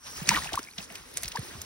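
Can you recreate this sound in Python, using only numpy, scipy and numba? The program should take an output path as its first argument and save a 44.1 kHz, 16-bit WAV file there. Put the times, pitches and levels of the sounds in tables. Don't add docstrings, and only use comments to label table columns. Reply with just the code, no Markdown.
import sys
import numpy as np
from scipy import signal
from scipy.fft import rfft, irfft
from scipy.io import wavfile
from scipy.ndimage import uniform_filter1d
from numba import njit

SR = 44100
rng = np.random.default_rng(int(sys.argv[2]) if len(sys.argv) > 2 else 0)


def volts_from_db(level):
    exponent = np.asarray(level, float) / 20
    return 10 ** exponent


def wrap_up_sound(samples):
    columns = np.atleast_2d(samples).T
    tamed = np.clip(columns, -1, 1)
    steps = np.round(tamed * 32767).astype(np.int16)
    wavfile.write(sys.argv[1], SR, steps)


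N = 72765

# start in seconds, peak in dB, centre in Hz, ring T60 in seconds, broad crack in dB.
SLAPS = [(0.2738, -19, 5900, 0.0086, 1.5), (0.2892, -3.5, 2270, 0.02, -5),
         (0.2903, -2.5, 5150, 0.0094, -5.5), (0.3048, -19, 1700, 0.02, -16), (0.3299, -20, 3500, 0.02, -10),
         (0.337, -19, 1990, 0.039, -8), (0.3595, -13, 2560, 0.016, -15), (0.3644, -16.5, 1300, 0.06, -18),
         (.353, -22.5, 2270, .018, -3), (0.373, -26, 1300, 0.023, -7), (0.435, -29, 1530, .015, 1),
         (0.4438, -27, 2550, 0.042, 0), (.479, -36, 1500, 0.014, 0), (0.5313, -21, 3720, 0.017, 0.5),
         (0.536, -19.5, 3240, 0.015, -3.5), (0.54, -21, 910, 0.038, -26), (0.5538, -26.5, 4500, 0.011, 1.5),
         (0.5899, -25.5, 1410, 0.029, -3), (0.629, -28.5, 6600, 0.015, -2.5),
         (0.7816, -23, 3560, 0.038, -10.5), (0.9007, -30.5, 1970, 0.024, -19),
         (0.9534, -30.5, 2600, 0.033, 0), (1.1707, -15, 7900, 0.019, -6), (1.178, -34.5, 7500, 0.023, 5.5),
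         (1.2321, -20.5, 10000, 0.025, -1), (1.238, -29.5, 4460, .03, -2), (1.245, -24, 3870, 0.016, -20),
         (1.2555, -28.5, 4930, 0.026, -5.5), (1.2787, -21.5, 5440, 0.02, -8),
         (1.284, -26.5, 9100, 0.022, -18), (1.318, -28.5, 3340, 0.034, 2), (1.3581, -27, 5060, 0.017, 1),
         (1.372, -29, 1880, 0.04, -20), (1.6161, -22, 6700, 0.021, -16)]
# start in seconds, peak in dB, centre in Hz.
SPITS = [(0.171, -28, 10500), (.2294, -32, 9900), (0.281, -25, 10100), (.52, -33, 8500),
         (0.5545, -21.5, 9500), (0.56, -40, 10000), (.5836, -32, 10100), (.592, -39, 10700),
         (0.647, -36.5, 9800), (.6889, -50, 11100), (0.703, -38.5, 10400), (.9233, -35.5, 10600),
         (.9548, -33, 10800), (1.073, -44, 10800), (1.091, -47, 9990), (1.1125, -40, 11300),
         (1.139, -34, 10800), (1.2227, -32, 10200), (1.257, -36, 9800), (1.3389, -40, 8770),
         (1.373, -30, 10500), (1.3927, -31, 9700), (1.447, -47, 10000), (1.509, -40, 9430),
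         (1.5406, -39, 9170), (1.6171, -23.5, 10800)]
# frequency in Hz, density in dB per Hz.
SLAP_TONE = [(700, -30), (2100, -3), (3400, -9), (6000, -3.5), (9000, -10), (13000, -24.5), (16000, -13)]
# start in seconds, peak in dB, first pitch in Hz, length in seconds, glide in octaves.
THUMPS = [(.217, -31.5, 191, 0.024, -0.63), (.279, -30.5, 190, 0.01, -0.49),
          (.298, -26, 189.5, 0.017, -0.52), (.314, -32, 192, 0.043, 0.18), (.345, -35, 306, 0.026, 0.0091),
          (.36, -43, 72, 0.039, 0.75), (.54, -35.5, 96, 0.021, -0.099), (.592, -32, 278, 0.011, 0.56),
          (.53, -34, 336, 0.012, -0.012), (.785, -38, 180, 0.019, 0.059), (.91, -45.5, 176, 0.022, 0.09),
          (1.248, -37.5, 137, 0.015, 0.047), (1.262, -40, 65, 0.031, -0.069),
          (1.388, -28.5, 195, 0.025, -1.54), (1.43, -40, 196, 0.0048, 0.93),
          (1.55, -40.5, 123, 0.019, -0.082), (1.58, -42.5, 76, 0.045, 0.32)]
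# start in seconds, peak in dB, first pitch in Hz, length in seconds, glide in octaves.
BUBBLES = [(.313, -23, 1020, 0.013, -0.23), (.345, -24, 1860, 0.0082, 0.042),
           (.354, -25, 2170, 0.0056, 0.33), (.367, -30, 1334, 0.018, -0.48), (.384, -26, 1175, .007, -0.19),
           (.458, -33, 944, 0.0058, -0.35), (1.345, -41, 990, 0.0043, 0.017),
           (.523, -34, 677, 0.008, 0.021), (.547, -35, 1404, 0.009, 0.06), (.574, -26, 990, 0.013, 0.39),
           (.590, -32.5, 576, 0.0083, -0.81), (.6385, -33, 5000, 0.0045, 0.084),
           (1.354, -27, 840, 0.013, 0.37), (1.371, -34, 1795, 0.0059, -0.19),
           (1.381, -38.5, 471, 0.014, -0.039)]
# start in seconds, peak in dB, pitch in Hz.
DROPS = [(.391, -35, 4820), (.421, -30.5, 1800), (.491, -30.5, 1670), (.65, -44, 2400), (0.672, -39, 2130),
         (.686, -39, 2220), (0.78, -35, 5500), (0.803, -38, 2480), (1.245, -38, 4030), (.472, -30.5, 2570),
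         (.711, -42, 4200), (.735, -47, 2300), (.736, -48, 5760), (.188, -39, 2070), (.258, -34.5, 3820),
         (1.255, -31.5, 2380), (1.358, -37, 4700), (1.482, -40, 4500), (1.507, -42.5, 1800),
         (1.474, -41, 1840)]
# start in seconds, peak in dB.
KNOCKS = [
    (.536, -37),
    (.783, -44.5),
    (.903, -48),
    (1.228, -47.5),
]
# time in seconds, level in dB.
SLOSH_EFFORT = [(0, -63.5), (.07, -48), (.15, -47.5), (.18, -41), (.25, -45.5), (.33, -31.5), (.4, -38),
                (.48, -41), (.515, -44.5), (.6, -47.5), (.75, -59), (.8, -43), (.865, -55.5), (.93, -47.5),
                (1.08, -55), (1.24, -48), (1.4, -47), (1.65, -50)]
# frequency in Hz, density in dB per Hz.
SLOSH_TONE = [(60, -1), (250, -3.5), (560, -10.5), (1000, -3.5), (2300, -4.5), (4000, -4.5), (10000, -28.5),
              (16000, -11)]
# time in seconds, level in dB.
DRAG_LEVEL = [(0, -70.5), (.07, -49), (.15, -50.5), (.175, -45), (.24, -51), (.34, -42), (.46, -46),
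              (.515, -57.5), (.75, -60), (.84, -47), (.865, -59.5), (.96, -52), (1.05, -61), (1.22, -52),
              (1.27, -68), (1.305, -60.5), (1.45, -51.5), (1.65, -55.5)]
# frequency in Hz, density in dB per Hz.
DRAG_TONE = [(1500, -28), (4200, -23), (5200, -5), (6200, -6.5), (7000, -17.5), (9000, -9.5), (12500, -16),
             (16000, -34)]
# time in seconds, level in dB.
SWISH_LEVEL = [
    (0, -73),
    (.045, -49),
    (.1, -49.5),
    (.18, -45),
    (.23, -74),
    (.3, -80),
]
# time in seconds, level in dB.
BURBLE_LEVEL = [(0, -85), (.2, -62), (.3, -46.5), (.4, -70), (.5, -64), (.65, -86), (.76, -69), (.9, -55.5),
                (1.03, -63), (1.18, -49.5), (1.3, -69), (1.45, -53), (1.65, -56.5)]
# frequency in Hz, lead of the left in radians.
PORT_LEAD = [(0, 0), (600, 1.7), (1100, .9), (1800, .7), (2700, 2.3), (5600, .8), (7000, 3.14), (8600, 4.5),
             (10000, 6.1), (11400, 6.6), (12900, 9.2), (14500, 9.6), (15900, 12.5)]
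# frequency in Hz, share heard alike (0 to 1).
LIKENESS = [(50, .45), (200, .85), (600, .2), (3000, .6), (7000, .62), (12000, .76)]
# frequency in Hz, left minus right in dB.
BALANCE = [(60, 1.5), (200, -5), (600, 3.5), (1500, 1), (5000, -1)]


def unit(x):
    return x / np.sqrt(np.mean(x ** 2))


def noise():
    return rng.standard_normal(N)


def bin_hz():
    return np.arange(N // 2 + 1) * SR / N + 1


def curve(table):
    return np.interp(np.arange(N) / SR, *np.array(table).T)


def colour(x, table):
    hz, db = np.array(table).T
    gain = volts_from_db(np.interp(np.log(bin_hz()), np.log(hz), db, left=-60))
    return unit(irfft(rfft(x) * gain, N))


def walk(rate):
    k = int(SR / rate)
    held = np.repeat(rng.standard_normal(N // k + 1), k)
    return 1.3 * uniform_filter1d(uniform_filter1d(held, k), k)[:N]


def flicker(table, depth_db, rate):
    spectrum = rfft(colour(noise(), table))
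    octave = np.log2(bin_hz())
    out = np.zeros(N)
    for centre in range(4, 15):
        band = irfft(spectrum * np.clip(1 - abs(octave - centre), 0, 1), N)
        out += band * volts_from_db(depth_db * walk(rate))
    return unit(out)


def resonant_noise(x, hz, q):
    b, a = signal.iirpeak(hz, q, SR)
    return unit(signal.lfilter(b, a, signal.lfilter(b, a, x)))


@njit
def add(out, start, size, hz, length, glide, rise):
    for k in range(len(start)):
        n, phase = length[k] * SR, 0.
        for i in range(int(2.5 * n)):
            u, j = i / n, int(start[k] * SR) + i
            if j >= len(out):
                break
            phase += 2 * np.pi * min(hz[k] * 2 ** (glide[k] * min(u, 1.3)), 19000.) / SR
            out[j] += size[k] * u / rise * np.exp(1 - u / rise) * np.sin(phase)


def tones(table, rise):
    out = np.zeros(N)
    start, db, hz, length, glide = np.array(table, float).T.copy()
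    add(out, start, volts_from_db(db), hz, np.maximum(length, .001), glide, rise)
    return out


def swarm(hz, octaves, cycles, scatter_db, count):
    when, size, loud, life = rng.random((count, 4)).T
    out = np.zeros(N)
    pitch = hz * 2 ** (octaves * np.log(size / (1 - size)) / 1.778)
    level = volts_from_db(np.minimum(-scatter_db * np.log(loud), 2.6 * scatter_db))
    add(out, when * N / SR, level, pitch, cycles / pitch * (.5 + life), .3 * life, .3)
    return unit(out)


def slaps():
    rise_s, width = 0.001, 0.68
    lead_db, lead_t60_s = -18, 0.053
    spray_db, spray_t60_s = -23, 0.19
    out = np.zeros(N)
    t = np.arange(-900, 5000) / SR
    broad = colour(noise(), SLAP_TONE)
    white = rng.standard_normal(N + len(t))
    crackle = unit(volts_from_db(3 * walk(1500)))
    gathering = np.clip(1 + t / rise_s, 0, 1) ** 2 + volts_from_db(lead_db + 60 * t / lead_t60_s)
    spray = volts_from_db(spray_db - 60 * t / spray_t60_s)
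    spits = [(s, db, hz, .011, -7) for s, db, hz in SPITS]
    for s, db, hz, t60, broad_db in SLAPS + spits:
        i = int((s + rise_s + t[0]) * SR)
        n = min(len(t), N - i)
        body = resonant_noise(white[i:i + len(t)], hz, 1 / width)[:n]
        body = body + volts_from_db(broad_db) * broad[i:i + n]
        envelope = np.where(t < 0, gathering, volts_from_db(-60 * t / t60) + spray)[:n]
        out[i:i + n] += 0.37 * volts_from_db(db) * body * crackle[i:i + n] * envelope
    return out


def thumps():
    return tones(THUMPS, rise=0.24)


def bubbles():
    return tones(BUBBLES, rise=.3)


def drops():
    return tones([(s, db, hz, 0.0042, .1) for s, db, hz in DROPS], rise=.3)


def knocks():
    return tones([(s, db, 670, 0.017, 0) for s, db in KNOCKS], rise=.3)


def slosh():
    fizz = swarm(1700, octaves=0.783, cycles=5.6, scatter_db=2.5, count=2600)
    wash = flicker(SLOSH_TONE, depth_db=3.85, rate=35.23)
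    return volts_from_db(curve(SLOSH_EFFORT)) * (wash + volts_from_db(-4) * fizz)


def drag():
    mist = swarm(6890, octaves=.45, cycles=8.7, scatter_db=3.2, count=2400)
    hiss = flicker(DRAG_TONE, depth_db=3.6, rate=40)
    return volts_from_db(curve(DRAG_LEVEL)) * (hiss + volts_from_db(2) * mist)


def swish():
    centre_hz, width_hz = 5650, 1200
    return volts_from_db(curve(SWISH_LEVEL)) * resonant_noise(noise(), centre_hz, centre_hz / width_hz)


def burble():
    return volts_from_db(curve(BURBLE_LEVEL)) * swarm(404.4, octaves=0.524, cycles=8.9, scatter_db=1.1, count=350)


def rumble():
    swell_db = -56.5 + 0.85 * (curve(SLOSH_EFFORT) + 45) + 1.9 * walk(14.8)
    return volts_from_db(swell_db) * resonant_noise(noise(), 60.6, .8)


def background():
    return slosh() + drag() + rumble() + burble()


def scene():
    f = bin_hz()

    def over(table):
        hz, value = np.array(table).T
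        return np.interp(np.log(f), np.log(hz), value)

    wash = rfft(background() + swish())
    other = rfft(background())
    ringing = (bubbles() + drops() + knocks()) * volts_from_db(3.2 * walk(450))
    hits = rfft(slaps() + ringing + thumps())

    like = np.clip(over(LIKENESS), 0, 1)
    lead = np.interp(f, *np.array(PORT_LEAD).T)
    tilt = volts_from_db(over(BALANCE) / 2) * np.exp(.5j * lead)
    in_step = 1 - np.clip(f / 4500, 0.75, 1)
    near = tilt * np.exp(-.5j * lead * in_step)
    mid = np.sqrt((1 + like) / 2) * wash
    side = volts_from_db(-7.5) * rfft(slaps()) + np.sqrt((1 - like) / 2) * other
    left = irfft(hits * near + (mid + side) * tilt, N)
    right = irfft(hits / near + (mid - side) / tilt, N)
    return np.array([left, right])


def joint(x):
    weak_db, from_hz, jump_db = -5.2, 5500, 5
    f, _, z = signal.stft(np.array([x[0] + x[1], x[0] - x[1]]) / 2, SR, nperseg=1024)
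    power = uniform_filter1d(uniform_filter1d(abs(z) ** 2, size=16, axis=1), size=5, axis=2)
    power = power[:, ::12].repeat(12, axis=1)[:, :len(f)]
    treble = (abs(z[:, f > from_hz]) ** 2).sum(axis=(0, 1))
    hit = treble > volts_from_db(2 * jump_db) * signal.medfilt(treble, 11)
    strong = power > volts_from_db(2 * weak_db) * power[::-1]
    keep = strong | (f < from_hz)[:, None] | hit
    mid, side = signal.istft(z * keep, SR, nperseg=1024)[1][:, :N]
    return np.array([mid + side, mid - side])


def top_cut(x):
    return signal.sosfilt(signal.butter(12, 17130, fs=SR, output="sos"), x)


def record(dry):
    rounded = 2 * np.tanh(dry / 2)
    low_pass = signal.ellip(8, .2, 70, 15700, fs=SR, output="sos")
    mix = joint(signal.sosfiltfilt(low_pass, rounded))
    return top_cut(mix)


dry = scene()
out = record(dry)
wrap_up_sound(out)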